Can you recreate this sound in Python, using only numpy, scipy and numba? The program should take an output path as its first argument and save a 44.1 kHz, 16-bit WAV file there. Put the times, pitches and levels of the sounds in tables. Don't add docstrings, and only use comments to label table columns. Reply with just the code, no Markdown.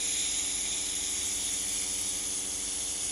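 import sys
import numpy as np
from scipy import signal
from scipy.fft import rfft, irfft
from scipy.io import wavfile
from scipy.ndimage import uniform_filter1d
from numba import njit

SR = 44100
rng = np.random.default_rng(int(sys.argv[2]) if len(sys.argv) > 2 else 0)


def voltage_ratio(level):
    return 10 ** (np.asarray(level, float) / 20)


def digitize_waveform(pressure):
    field = np.atleast_2d(pressure).T
    bounded = np.clip(field, -1, 1)
    quanta = np.round(bounded * 32767).astype(np.int16)
    wavfile.write(sys.argv[1], SR, quanta)


N = 137151


@njit
def moving_bandpass(x, hz, width_hz):
    y, band, low = np.empty(len(x)), 0., 0.
    for i in range(len(x)):
        g = np.tan(np.pi * hz[i] / SR)
        k = width_hz / hz[i]
        v = (band + g * (x[i] - low)) / (1 + g * (g + k))
        band = 2 * v - band
        low = low + 2 * g * v
        y[i] = k * v
    return y


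def unit(x):
    return x / np.sqrt(np.mean(x ** 2))


def walk(rate_hz):
    hold = int(SR / rate_hz)
    steps = np.repeat(rng.standard_normal(N // hold + 1), hold)
    return unit(uniform_filter1d(uniform_filter1d(steps, hold), hold)[:N])


def curve(table, col):
    rows = np.array(table)
    return np.interp(np.arange(N) / SR, rows[:, 0], rows[:, col])


def colour(x, table):
    rows = np.array(table)
    hz = np.fft.rfftfreq(N, 1 / SR)
    db = np.interp(np.log(hz + 1), np.log(rows[:, 0]), rows[:, 1])
    return irfft(rfft(x) * voltage_ratio(db), N)


def turbulence(hz, width_hz):
    hz = hz * (1 + .004 * walk(4.97))
    x = moving_bandpass(rng.standard_normal(N), hz, 1. * width_hz)
    x = moving_bandpass(x, hz, 2. * width_hz)
    flicker_db = .3 * walk(6.05)
    flutter_db = 1.1 * walk(39.84)
    return unit(x) * voltage_ratio(flicker_db + flutter_db)


# start_hz, end_hz [at end of travel], width_hz, start_db, end_db
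NOZZLE_MODES = [(2404, 2223, 573, -7, -14), (3294, 2890, 690, -14, -12), (3670, 3483, 585, -3.5, -8.5),
                (4440, 4470, 620, -16, -11), (5160, 5085, 430, -8, -10.5), (5700, 5640, 550, -7.5, -8.5),
                (6784, 6420, 780, -2.5, -3.5), (7245, 7060, 470, -1.5, -5.5), (8300, 7800, 650, -8, -7.5),
                (8530, 8090, 450, -1, -4.5), (9120, 9270, 380, -6.5, -5), (10080, 9790, 520, -8.5, 0),
                (10740, 10920, 443, -0.5, -0.5)]


def nozzle_hiss(travel):
    hiss = 0
    for start_hz, end_hz, width_hz, start_db, end_db in NOZZLE_MODES:
        hz = start_hz + (end_hz - start_hz) * travel
        level = voltage_ratio(start_db + (end_db - start_db) * travel)
        hiss = hiss + turbulence(hz, width_hz) * np.sqrt(width_hz) * level
    return hiss


# start_hz, end_hz [at end of travel], width_hz, depth [0-1]
SHEET_NOTCHES = [(2665, 2540, 200, 0.66), (4670, 3660, 214, .95), (4170, 4650, 72, 0.4),
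                 (5410, 5300, 86, 0.8), (7830, 7550, 120, 0.3), (9490, 9380, 160, 0.5),
                 (8700, 8900, 110, 0.5), (9900, 18000, 67, 0)]


def sheet_echo(hiss, travel):
    for start_hz, end_hz, width_hz, depth in SHEET_NOTCHES:
        drift = .025 * 4000 / start_hz * walk(4)
        hz = (start_hz + (end_hz - start_hz) * travel) * (1 + drift)
        hiss = hiss - depth * moving_bandpass(hiss, hz, 1. * width_hz)
    return hiss


# time_s, level_db
RIM_LEVEL = [
    (0, -78),
    (.6, -59),
    (.9, -55),
    (1.3, -43),
    (2.0, -42.5),
    (2.5, -49),
    (3.11, -66),
]


def rim_whistle():
    return turbulence(np.full(N, 11550.), 600) * voltage_ratio(curve(RIM_LEVEL, col=1))


# time_s, level_db [of the jet], travel [0-1, of the head]
WELD_COURSE = [(0, -32.5, 0), (.3, -32, 0.14), (.8, -33.5, 0.27), (1.1, -33.5, 0.4), (1.4, -33.5, 0.56),
               (1.54, -33, 0.55), (1.61, -35, 0.67), (1.8, -33, 0.72), (2.1, -34, 0.75), (2.5, -35, 0.81),
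               (2.8, -34.5, 0.81), (3.11, -34.5, 0.8)]


def jet(travel, swing):
    hiss = sheet_echo(nozzle_hiss(travel), travel)
    hiss = hiss / uniform_filter1d(np.abs(hiss), SR // 2) * 0.81
    hiss = hiss * voltage_ratio(curve(WELD_COURSE, col=1) + 1.5) + rim_whistle()
    chop_shape = np.cos(2 * swing) + .6 * np.cos(swing) + .7 * np.cos(3 * swing) + .5 * np.cos(4 * swing)
    shared_db = .4 * walk(14)
    return hiss * (1 + .07 * chop_shape) * voltage_ratio(shared_db)


# start_hz, end_hz [at end of travel], left_lead_rad
PORT_LAG = [(100, 100, 0), (3300, 3300, .1), (6700, 7300, -.05), (7500, 7750, -1.0), (8400, 8600, -3.14),
            (9100, 9050, -4.9), (9850, 9800, -6.2), (10350, 10400, -6.5), (10850, 10900, -7.4),
            (11600, 11700, -9.42), (12500, 12500, -9.5)]


def ports(x, travel):
    hz = np.fft.rfftfreq(N, 1 / SR)
    start_hz, end_hz, lead = np.array(PORT_LAG).T
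    spectrum = rfft(x)

    def heard(lag_hz):
        return irfft(spectrum * np.exp(np.outer([.5j, -.5j], np.interp(hz, lag_hz, lead))), N)

    start, end = heard(start_hz), heard(end_hz)
    return start + (end - start) * travel


# frequency_hz, level_db
ROOM_AIR = [(1700, -12), (2200, -20), (3300, -17), (4300, -18), (5500, -26), (7200, -17), (8500, -13),
            (10000, -20)]


def room_hiss(travel, swing):
    return colour(jet(travel, swing), ROOM_AIR)


# multiple [of the swing rate], level_db [rms]
BEAM_PARTIALS = [(1, -70), (2, -61), (3, -57), (4, -59), (5, -61), (6, -64.5), (7, -65.5), (8, -63),
                 (9, -65), (10, -68), (11, -77.5), (13, -69), (17, -82.5), (18, -69.5)]


def buzz(swing):
    out = 0
    for multiple, db in BEAM_PARTIALS:
        level = np.sqrt(2) * voltage_ratio(db + 1.2 * walk(5))
        out = out + level * np.cos(multiple * swing + .25 * walk(9))
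    return out


# pitch_hz, level_db [rms], waver_db
MACHINE_TONES = [(49, -56, 1), (72.4, -62.5, 2.5), (89.4, -64, -3.5), (101.4, -73, 4.5), (200, -61, -1.5),
                 (300.1, -56.5, 0), (400, -70, 0.5), (532, -73.5, 4), (870, -79, -2), (1238, -73, -2.5)]


def hum():
    t = np.arange(N) / SR
    out = 0
    for hz, db, waver_db in MACHINE_TONES:
        level = np.sqrt(2) * voltage_ratio(db + waver_db * walk(5.3))
        out = out + level * np.sin(2 * np.pi * (hz * t + rng.random()))
    return out


# frequency_hz, level_db [per Hz]
SHOP_SPECTRUM = [(25, -17), (45, 0), (90, -1), (150, -8), (400, -10.5), (900, -9), (1500, -12),
                 (3000, -28.5)]


def shop():
    return unit(colour(rng.standard_normal(N), SHOP_SPECTRUM)) * voltage_ratio(-53 + .3 * walk(8))


def scene():
    travel = np.clip(curve(WELD_COURSE, col=2), 0, 1)
    swing_hz = 93.2 * (1 + .0025 * walk(3))
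    swing = 2 * np.pi * np.cumsum(swing_hz) / SR
    direct = ports(jet(travel, swing), travel)
    machines = buzz(swing) + hum() + shop()
    lean_db, shop_side_db = 1.26, -14.5
    apart = (voltage_ratio(lean_db) - 1) * machines + voltage_ratio(shop_side_db) * shop()
    apart = signal.sosfilt(signal.butter(2, 100, "high", fs=SR, output="sos"), apart)
    sides = np.array([[1], [-1]])
    return direct + machines + (apart + room_hiss(travel, swing)) * sides


# frequency_hz, limit_db [against the neighbourhood]
WEAK_LIMIT = [(300, -24), (1000, -14), (1700, -18), (2300, -12), (3300, -14), (4500, -10.5), (6500, -9),
              (12000, -10)]


def thin_weak_bands(x):
    window = signal.windows.kaiser_bessel_derived(2048, 4 * np.pi)
    grid = dict(window=window, nperseg=2048, noverlap=1024)
    offset = 608
    mid_side = np.pad([x[0] + x[1], x[0] - x[1]], ((0, 0), (offset, 0)))
    hz, _, z = signal.stft(mid_side, SR, **grid)
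    power = np.abs(z) ** 2
    around = uniform_filter1d(uniform_filter1d(power.sum(0), size=61, axis=0), size=5, axis=1)
    sway_db = 4.0 * 3 * uniform_filter1d(rng.standard_normal(z.shape[1:]), size=61, axis=0)
    limit_db = np.interp(hz, *np.array(WEAK_LIMIT).T)[:, None] + sway_db
    quiet = voltage_ratio(2 * -72) * (hz[:, None] > 11000)
    keep = uniform_filter1d(power, size=8, axis=1) > around * voltage_ratio(limit_db) ** 2 + quiet
    mid, side = signal.istft(z * keep, SR, **grid)[1][:, offset:offset + N] / 2
    return np.array([mid + side, mid - side])


def band_limit(x):
    return signal.sosfilt(signal.butter(12, 12320, fs=SR, output="sos"), x)


def record(dry):
    top_cut = signal.ellip(8, .5, 60, 12050, fs=SR, output="sos")
    mix = thin_weak_bands(signal.sosfilt(top_cut, dry))
    return band_limit(mix)


dry = scene()
out = record(dry)
digitize_waveform(out)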